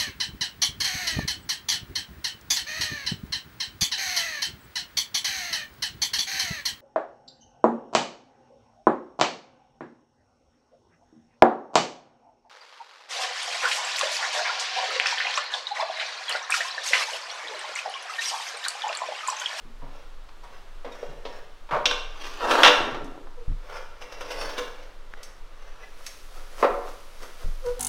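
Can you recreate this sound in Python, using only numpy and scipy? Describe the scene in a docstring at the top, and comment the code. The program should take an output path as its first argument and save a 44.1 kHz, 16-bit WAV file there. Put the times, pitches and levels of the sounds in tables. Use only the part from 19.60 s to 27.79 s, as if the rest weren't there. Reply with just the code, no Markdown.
"""Dull knocks and soft thuds on a wooden floor come first, as a large ceramic tile is shifted on a cloth.
The tile scrapes onto a hand cutter, rings with loud clacks against the steel and judders into place.
Rubbing makes it groan briefly, and the cutter's scoring wheel hisses as it crushes a line in the glaze.
The bare room echoes, and a hand-held microphone close by adds a low rumble and a few soft bumps."""
import sys
import numpy as np
from scipy import signal
from scipy.fft import rfft, irfft, next_fast_len
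from scipy.io import wavfile

SR = 44100
rng = np.random.default_rng(int(sys.argv[2]) if len(sys.argv) > 2 else 0)


def dump_mix(stems):
    """Bounce the given channels to the path in sys.argv[1] as a 16-bit WAV at rate SR."""
    frames = np.atleast_2d(stems).T  # one column per channel
    limited = np.clip(frames, -1, 1)  # hard clip at full scale
    pcm = np.round(limited * 32767).astype(np.int16)
    wavfile.write(sys.argv[1], SR, pcm)


N = 361355
TIME = np.arange(N) / SR
ONE_SECOND = TIME[:SR]

# Tone colours, from low to high pitch: f/Hz, relative level/dB
AIR_COLOUR = [(35, -19), (60, -12), (81, -13.5), (179, -16.5), (475, -10.5), (738, -13.5), (1200, -11),
              (2100, -19), (3580, -20.5), (15500, -42)]
RUMBLE_COLOUR = [(4, -8), (11, 3), (20, 7.5), (30, -12.5), (50, -24.5), (90, -33), (200, -47.5),
                 (1000, -100)]
FINGER_COLOUR = [(25, -0.5), (60, -0.5), (120, -6.5), (250, -19), (500, -36.5), (2000, -46), (9000, -80)]
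SHUDDER_COLOUR = [(60, -29), (120, 1.5), (190, -10.5), (310, 9), (550, 4.5), (1400, -6.5), (3000, -42),
                  (12000, -63.5)]
WHEEL_COLOUR = [(800, -19), (2000, 2.5), (4000, 0), (6000, -1.5), (7200, -6.5), (10000, -6), (15500, -13)]
CARRIAGE_COLOUR = [(100, -18), (300, -4.5), (500, 4.5), (850, -2.5), (1300, 2), (2200, -14.5),
                   (6000, -16.5), (15000, -45)]
SLIDE_COLOUR = [(80, -39), (156, -11.5), (215, -34), (370, -12.5), (485, 0), (700, -6.5), (1250, -9),
                (2000, -13), (2900, -14), (4400, -20.5), (5600, -16), (7300, -31), (15500, -37.5)]
DRAG_COLOUR = [(60, -39), (190, -28), (270, -8.5), (480, -4.5), (950, -3.5), (1550, -9.5), (2000, -20),
               (3300, -19), (4500, -24.5), (6000, -27), (7500, -36.5), (15500, -47)]
BASE_COLOUR = [(60, -48.5), (130, -36.5), (230, -16.5), (400, -8.5), (550, -3.5), (1050, -0.5), (1600, -11),
               (2500, -20), (5500, -36.5), (8000, -47.5), (15000, -58.5)]
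STEEL_COLOUR = [(150, -32.5), (500, -9.5), (1000, -5), (1800, 7.5), (3000, -1.5), (5700, 4), (7500, -3.5),
                (11500, -5.5), (15000, -17.5)]
TILE_COLOUR = [(60, -36), (170, -20.5), (290, -12), (600, -3.5), (1100, 1), (1650, 1.5), (2000, -7),
               (3000, -1.5), (3700, -1.5), (4500, -14.5), (5500, -11.5), (7500, -28), (15000, -50.5)]

# Tones that ring after a hit: f/Hz, relative level/dB, decay/s (the time to fade by 60 dB)
BASE_TONES = [(388.4, -15, 0.43), (475, 1.5, 0.19), (563.4, 1.5, 0.27), (682, -7, .32), (736, -7, 0.47),
              (790, -17.5, .18), (957, -2.5, 0.31), (1110, -0.5, 0.12), (1335, -3.5, 0.14)]
STEEL_TONES = [(1760, -31, .15), (2667, -1, .091), (4640, -3, .07), (5520, 3.5, 0.071), (6320, 2, 0.097),
               (7900, -6, 0.11)]
TILE_TONES = [(295, -6.5, 0.34), (454, -12, 0.88), (495.5, 6, 0.33), (593.6, -0.5, 0.38), (702, -4.5, .59),
              (786, -2, .39), (920, 1, 0.3), (1050, 7.5, 0.23), (1022, -8, 0.13), (1110, 6.5, 0.2),
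              (1183, -2.5, 0.57), (1347, -5, 0.96), (1410, 3, 0.091), (1491, 4.5, 0.3), (1697, -9.5, .31),
              (2192, -1.5, 0.22), (2420, -15, .52), (2670, -18, .73), (2740, 7, .093), (2810, -0.5, .3),
              (2980, -7, .38), (3120, -17, .11), (3590, -6, 0.11), (3620, 2, 0.2), (3930, -13, .25),
              (3835, -9.5, .168), (5030, -15.5, 0.13), (5380, -1, 0.11), (5490, -12.5, .17),
              (6290, -25.5, .25)]
# Thin tones of the cutter's steel bed: f/Hz, relative level/dB
BED_TONES = [(4511, -51.5), (5238, -55), (5512, -50), (5771, -75), (6589, -69), (7181, -69), (9313, -60),
             (10664, -68)]
# How long the room echoes: f/Hz, decay/s
ROOM_DECAY = [(150, 0.78), (500, 0.68), (1500, 0.71), (3500, 0.56), (7000, .54), (14000, 0.61)]

# Fingers on the microphone: t/s, thump level/dB, f/Hz, decay/s, rub level/dB
BUMPS = [(3.879, -14.5, 25.8, 0.45, -31.5), (7.845, -18, 21, 1, -37.5), (8.06, -31, 24, 0.44, -47)]
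# Floorboard thuds: t/s, level/dB, f/Hz
THUDS = [(.05, -43.5, 224), (0.223, -48, 137.6), (.224, -43.5, 276), (1.248, -41, 281), (1.48, -44.5, 154),
         (2.125, -37.5, 146.6), (3.256, -34.5, 254), (3.319, -45, 133), (3.436, -36.5, 267)]
# Groans and squeaks of the tile: t/s, level/dB, f/Hz, half length/s
GROANS = [(1.327, -51, 3640, .008), (2.162, -27.5, 615, 0.022), (2.216, -32, 600, 0.0083),
          (3.787, -43, 485, 0.0092), (3.827, -44.5, 477, .012), (4.172, -45, 509.4, 0.04),
          (4.822, -42, 481, 0.07), (5.007, -38, 487, 0.016), (6.24, -45.5, 1966, 0.0069),
          (8.083, -25, 499, 0.022), (8.184, -43, 497, .012)]
# Shoves of the carriage that holds the wheel: peak t/s, level/dB
SHOVES = [(6.77, -50.5), (7.0, -39.5), (7.29, -49.5), (7.64, -47), (7.82, -50.5), (8.08, -48)]
# Pushes that slide the tile: peak t/s, relative level/dB, rise/s, fall/s
PUSHES = [(.35, -49.5, 0.094, 0.1), (.95, -45.5, 0.032, 0.052), (1.35, -43, 0.042, 0.2),
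          (1.73, -44.5, .05, 0.097), (4.149, -36.5, 0.07, 0.074), (4.83, -32.5, 0.22, 0.18),
          (5.22, -52.5, 0.054, 0.066), (5.6, -49, 0.089, 0.13), (6.05, -48.5, 0.097, 0.13),
          (6.24, -45, 0.033, 0.027)]
# The long drag over the cutter: t/s, relative pressure/dB, relative grit/dB
DRAG = [(2.58, -48.5, -51.5), (2.622, -39, -40), (2.774, -46.5, -46.5), (2.828, -25, -39),
        (2.868, -24.5, -39.5), (2.918, -18, -25.5), (2.95, -20.5, -33), (3.02, -19, -30)]
# The sliding tile catches about ten times a second: t/s, level/dB
CATCHES = [(4.4154, -39.5), (4.5216, -41), (4.608, -33), (4.704, -33.5), (4.812, -32), (4.893, -36),
           (4.9796, -27.5)]
# Ticks of carriage and chipping glaze: t/s, level/dB, bass/dB, treble/dB, chatter decay/s
TICKS = [(.836, -56, 9, -8, 0.18), (3.443, -54.5, 0, 9, .09), (5.6306, -42.5, -6, 19, 0.11),
         (6.4642, -35.5, 5, 1.5, 0.081), (7.6286, -45, 17, -6, .07), (8.061, -46, 0, -5, .04)]
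# Knocks on the floor: t/s, level/dB, bass/dB, treble/dB, chatter decay/s, number of contacts
KNOCKS = [(.218, -41, 3, 0, 0.54, 1), (.689, -49.5, -11, 17, 0.061, 1), (.834, -42, -3, 9, 0.4, 1),
          (1.246, -31, 10, 8, 0.24, 1), (1.428, -30, 19.5, 15, 0.083, 1), (1.529, -41.5, 19, 4, 0.033, 1),
          (1.652, -30.5, 10.5, 19.5, .17, 1), (2.09, -39.5, -10, 7.5, 0.081, 1),
          (2.11, -23, -9, 0.5, 0.24, 4), (2.806, -30, -5, -6, .43, 1), (3.345, -31, 3, 13.5, .1, 1),
          (3.671, -47.5, -8, -8, .025, 1), (7.027, -13, 2, -2, 0.095, 2)]
# Clacks of tile on steel: same columns as KNOCKS
CLACKS = [(2.2562, -15.5, 6, 12, 0.058, 1), (2.3116, -23, -2, -0.5, 0.028, 1),
          (2.9108, -18, 5, -3, 0.065, 1), (3.033, -8, -4, 2.5, 0.082, 4)]


def gain(db):
    """Turn decibels into a number to multiply by."""
    return 10 ** (np.asarray(db) / 20)


def unit(x):
    """Scale a sound to an average (rms) size of one."""
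    return x / np.sqrt(np.mean(x ** 2))


def look_up(hz, points):
    """Read between the rows of a table, giving each octave equal room."""
    f, value = np.transpose(points)
    return np.interp(np.log(np.maximum(hz, 1)), np.log(f), value)


def colour(x, points):
    """Filter a sound to give it a tone colour."""
    size = 2 * next_fast_len(len(x) // 2 + 4096)
    response = gain(look_up(np.fft.rfftfreq(size, 1 / SR), points))
    cepstrum = irfft(np.log(response))
    # folding this in half keeps the filter from sounding before its input
    cepstrum[1:size // 2] *= 2
    cepstrum[size // 2 + 1:] = 0
    return irfft(rfft(x, size) * np.exp(rfft(cepstrum)))[:len(x)]


def keep_side(x, side, hz, order):
    """Keep the "low" or the "high" part of a sound."""
    return signal.sosfilt(signal.butter(order, hz, side, fs=SR, output="sos"), x)


def fade(decay_s):
    """A one-second curve that falls by 60 dB every decay_s."""
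    return np.exp(-np.log(1000) * ONE_SECOND / max(decay_s, 1e-3))


def add(out, t, x):
    """Mix x in from time t."""
    start = int(t * SR)
    out[start:start + len(x)] += x[:N - start]


def swell(t, db, rise_s, fall_s):
    """The strength of one movement: it builds to a peak at t and eases off."""
    away = np.maximum((t - TIME) / rise_s, (TIME - t) / fall_s)
    return gain(db) * np.exp(-np.minimum(np.abs(away), 20) ** 1.32)  # power 1 is pointed, 2 is round


def flutter(per_s, depth_db):
    """A strength that wanders at random."""
    points = rng.standard_normal(2048)
    return gain(depth_db * np.interp(TIME * per_s, np.arange(len(points)), points))


def grains(per_s, spread_db):
    """Many tiny clicks of uneven size."""
    size = gain(spread_db * np.minimum(rng.exponential(size=N), 5))
    happens = rng.random(N) < per_s / SR
    return unit(happens * size * rng.standard_normal(N))


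def ring(tones):
    """A struck object rings with several tones, each fading at its own rate."""
    sound = sum(gain(db) * fade(decay_s) * np.sin(2 * np.pi * (hz * ONE_SECOND + turn))
                for (hz, db, decay_s), turn in zip(tones, rng.random(len(tones))))
    return unit(sound * (1 - fade(0.014)))  # the contact takes a moment to push


def air():
    """A faint, gently wavering background hush."""
    return gain(-55) * unit(colour(rng.standard_normal(N), AIR_COLOUR)) * flutter(4.3, 0.61)


def handling():
    """The hand-held microphone rumbles, is bumped and rubbed by fingers, and clicks once."""
    out = gain(-37.5) * unit(colour(rng.standard_normal(N), RUMBLE_COLOUR))
    rise_s, hold_s, fall_s = 0.0051, 0.046, 0.023
    touch = np.minimum(ONE_SECOND / rise_s, 1) * np.exp(-np.maximum(ONE_SECOND - hold_s, 0) / fall_s)
    for t, db, hz, decay_s, rub_db in BUMPS:
        rub = gain(rub_db) * touch * unit(colour(rng.standard_normal(SR), FINGER_COLOUR))
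        thump = gain(db) * fade(decay_s) * np.sin(2 * np.pi * hz * ONE_SECOND)
        add(out, t, rub - thump)
    click = gain(-22.5) * fade(0.0058) * np.sin(2 * np.pi * 1650 * ONE_SECOND)
    add(out, 5.538, click)
    return out


def room_echo(x):
    """Bare walls and a wooden floor throw sound back; each pitch range fades at its own rate."""
    noise, hz = rfft(rng.standard_normal(SR)), np.fft.rfftfreq(SR, 1 / SR)
    centres, decays = np.transpose(ROOM_DECAY)
    tail = np.zeros(SR)
    for share, decay_s in zip(np.eye(len(centres)), decays):
        band = look_up(hz, list(zip(centres, share)))
        tail += irfft(noise * band, SR) * fade(decay_s)
    tail *= np.clip((ONE_SECOND - 0.005) / 0.0057, 0, 1)  # the echo starts a moment late
    return signal.fftconvolve(x, tail / np.sqrt(np.sum(tail ** 2)))[:N]


def floor_thuds():
    """Shifting weight rings one low tone of the floor and briefly rattles the boards."""
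    out, decay_s = np.zeros(N), 0.26
    for t, db, hz in THUDS:
        tone = np.sin(2 * np.pi * hz * ONE_SECOND) * fade(decay_s) * (1 - fade(0.022))
        dull = [(hz / 2, -14), (hz, 0), (2 * hz, -16), (10 * hz, -60)]
        boards = unit(colour(rng.standard_normal(SR), dull)) * fade(decay_s / 2)
        add(out, t, gain(db) * (tone + gain(-2.5) * boards))
    return out


def wheel_scoring():
    """The wheel crushes a line in the glaze as its carriage rubs the rails; each shove swells both."""
    bite_s, build_s = 6.46, 0.3
    hiss = unit(colour(grains(13000, 1.8), WHEEL_COLOUR)) * flutter(29, 0.63)
    rails = unit(colour(grains(1500, 0.72), CARRIAGE_COLOUR)) * flutter(27, 2.1)
    rolling = np.clip((TIME - bite_s) / build_s + 1, 0, 1)
    bite = swell(bite_s, -63, rise_s=0.051, fall_s=0.094)
    shoves = sum(swell(t, db, rise_s=0.034, fall_s=0.036) for t, db in SHOVES)
    hiss *= bite + gain(-57.5) * rolling + gain(-11.5) * shoves
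    rails *= gain(-59.5) * rolling + shoves
    return hiss + rails


def tile_groans():
    """Quick sticking and slipping makes the tile flex with one unsteady tone and weak overtones."""
    out = np.zeros(N)
    wobbly_time = np.cumsum(flutter(90, 0.28)) / SR
    for t, db, hz, half_s in GROANS:
        near = np.abs(TIME - t) < 4 * half_s
        phase = 2 * np.pi * hz * wobbly_time[near]
        tone = np.sin(phase) + gain(-19) * np.sin(2 * phase) + gain(-25.5) * np.sin(3 * phase)
        hump = np.exp(-0.5 * ((TIME[near] - t) / half_s) ** 2)
        out[near] += np.sqrt(2) * gain(db) * tone * hump
    return out


def ceramic(clicks, patches_per_s):
    """Clicks ring the tile's many high tones; the mix changes as the contact finds a new patch."""
    rung, hop = np.zeros(N), int(SR / patches_per_s)
    for start in range(0, N, hop):
        part = clicks[start:start + 2 * hop]
        part = part * np.sqrt(np.hanning(2 * hop))[:len(part)]
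        patch = rng.standard_normal(4096) * fade(0.045)[:4096]
        add(rung, start / SR, signal.fftconvolve(part, patch / np.sqrt(np.sum(patch ** 2))))
    return unit(keep_side(clicks, "low", 1200, order=3) + keep_side(rung, "high", 1200, order=3))


def tile_shudder():
    """The long tile flexes and rattles softly as it settles."""
    rattle = unit(colour(ceramic(grains(300, 3.5), patches_per_s=4), SHUDDER_COLOUR))
    return rattle * swell(3.267, -35.5, rise_s=0.13, fall_s=0.19)


def scrape(clicks, pressure, grit, tone_colour, patches_per_s, ring_db, body_db, grit_db):
    """The tile's rough back catches and slips; pressure drives the low part and grit the high part."""
    slips = ceramic(clicks, patches_per_s)
    ringing = signal.fftconvolve(slips, ring(TILE_TONES))[:N]
    sound = unit(colour(slips, tone_colour)) + gain(ring_db) * unit(ringing)
    body = unit(keep_side(sound, "low", 2000, order=4))
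    treble = unit(keep_side(sound, "high", 2100, order=4))
    return gain(body_db) * body * pressure + gain(grit_db) * treble * grit


def tile_sliding():
    """Pushes slide the tile, with a gritty slip after each catch; a hard push makes the steel sing."""
    force = sum(swell(*push) for push in PUSHES)
    slip_rise_s, bed_decay_s = 0.0064, 0.22
    slips = sum(swell(t + slip_rise_s, db + 1.5, slip_rise_s, fall_s=0.015) for t, db in CATCHES)
    bed_tones = [(hz, db, bed_decay_s) for hz, db in BED_TONES]
    bed = unit(signal.fftconvolve(grains(1000, 1), ring(bed_tones))[:N])
    judder = grains(2200, 1.5) * flutter(70, 1.6)
    rub = scrape(judder, force, force + slips, SLIDE_COLOUR, patches_per_s=4,
                 ring_db=-14, body_db=-4, grit_db=-11.5)  # the hand keeps the ringing faint
    return rub + gain(-11.5) * bed * force * (force / force.max()) ** 3


def tile_dragging():
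    """The tile is hauled over the cutter's bed, harder and harder, until it drops."""
    times, pressure_db, grit_db = np.transpose(DRAG)
    release_s = 0.056
    touching = np.exp(-np.abs(TIME - np.clip(TIME, times[0], times[-1])) / release_s)
    pressure, grit = (touching * gain(np.interp(TIME, times, db)) for db in (pressure_db, grit_db))
    return scrape(grains(1800, 1), pressure, grit, DRAG_COLOUR, patches_per_s=24,
                  ring_db=-20.5, body_db=-3, grit_db=-1.5)


def rocking(landings, gap_s, loss_db, bass_step_db, treble_step_db):
    """A heavy landing rocks through evenly spaced hits; level and colour change in equal steps."""
    return [(t + k * gap_s, db - k * loss_db,
             bass_db + k * bass_step_db, treble_db + k * treble_step_db, chatter_s)
            for t, db, bass_db, treble_db, chatter_s, contacts in landings
            for k in range(round(contacts))]


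def hits(table, tones, tone_colour, ring_db, top_share=0.5):
    """Each hit is a short, noisy chatter along with the object's clear ringing tones."""
    out = np.zeros(N)
    for t, db, bass_db, treble_db, chatter_s in table:
        chatter = unit(colour(rng.standard_normal(SR) * fade(chatter_s), tone_colour))
        # a flat, heavy contact brings out the bass; a hard edge brings out the treble
        contact = [(500, bass_db), (900, 0), (1400, 0),
                   (3600, treble_db), (6000, treble_db), (9000, top_share * treble_db)]
        hit = colour(chatter + gain(ring_db) * ring(tones), contact)
        energy = np.sum(hit ** 2) / (0.013 * SR)
        add(out, t, gain(db) * hit / np.sqrt(energy))
    return out


def light_ticks():
    """The carriage and the chipping glaze tick with a steely ring."""
    return hits(TICKS, STEEL_TONES, STEEL_COLOUR, ring_db=-6, top_share=0.96)


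def base_knocks():
    """The tile and the cutter's base knock dully on the wooden floor."""
    contacts = rocking(KNOCKS, gap_s=0.017, loss_db=0.1, bass_step_db=3.5, treble_step_db=-0.5)
    return hits(contacts, BASE_TONES, BASE_COLOUR, ring_db=-4.5)


def tile_catches():
    """Each catch of the sliding tile strikes both the tile and the steel under it."""
    bass_db, treble_db, chatter_s, steel_db = 7, -4, 0.095, -15.5
    tile = [(t, db, bass_db, treble_db, chatter_s) for t, db in CATCHES]
    steel = [(t, db + steel_db, 0, 0, chatter_s) for t, db in CATCHES]
    return (hits(tile, TILE_TONES, TILE_COLOUR, ring_db=-3)
            + hits(steel, STEEL_TONES, STEEL_COLOUR, ring_db=-2))


def tile_clacks():
    """The tile strikes the cutter; the harder its edge bites, the more the steel rings too."""
    tile = rocking(CLACKS, gap_s=0.0138, loss_db=0.73, bass_step_db=1.65, treble_step_db=-1)
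    steel = [(t, db - 25.5 + treble_db, bass_db, treble_db, chatter_s)
             for t, db, bass_db, treble_db, chatter_s in tile]
    return (hits(tile, TILE_TONES, TILE_COLOUR, ring_db=-4.5, top_share=0.45)
            + hits(steel, STEEL_TONES, STEEL_COLOUR, ring_db=-2.5, top_share=0.091))


def scene():
    """Hits, rubbing and groans echo in one room, over the hush and the handling noise."""
    knocks = base_knocks() + floor_thuds()
    clacks = tile_clacks() + tile_catches()
    ticks = light_ticks()
    rubbing = tile_dragging() + tile_sliding() + tile_shudder() + wheel_scoring()
    groans = tile_groans()
    echo = room_echo(gain(-6) * knocks + gain(-4.5) * clacks + gain(-5.5) * ticks
                     + gain(-4) * rubbing + gain(-8) * groans)
    return (knocks + clacks + ticks + rubbing + groans + echo + air() + handling())[None]


def record(dry):
    """The loudest clack overloads and is clipped; the very highest treble is cut away."""
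    top_hz = 15800
    treble_cut = signal.ellip(12, 0.2, 90, top_hz, fs=SR, output="sos")
    return signal.sosfilt(treble_cut, np.clip(dry, -0.93, 0.93))


dry = scene()
out = record(dry)
dump_mix(out)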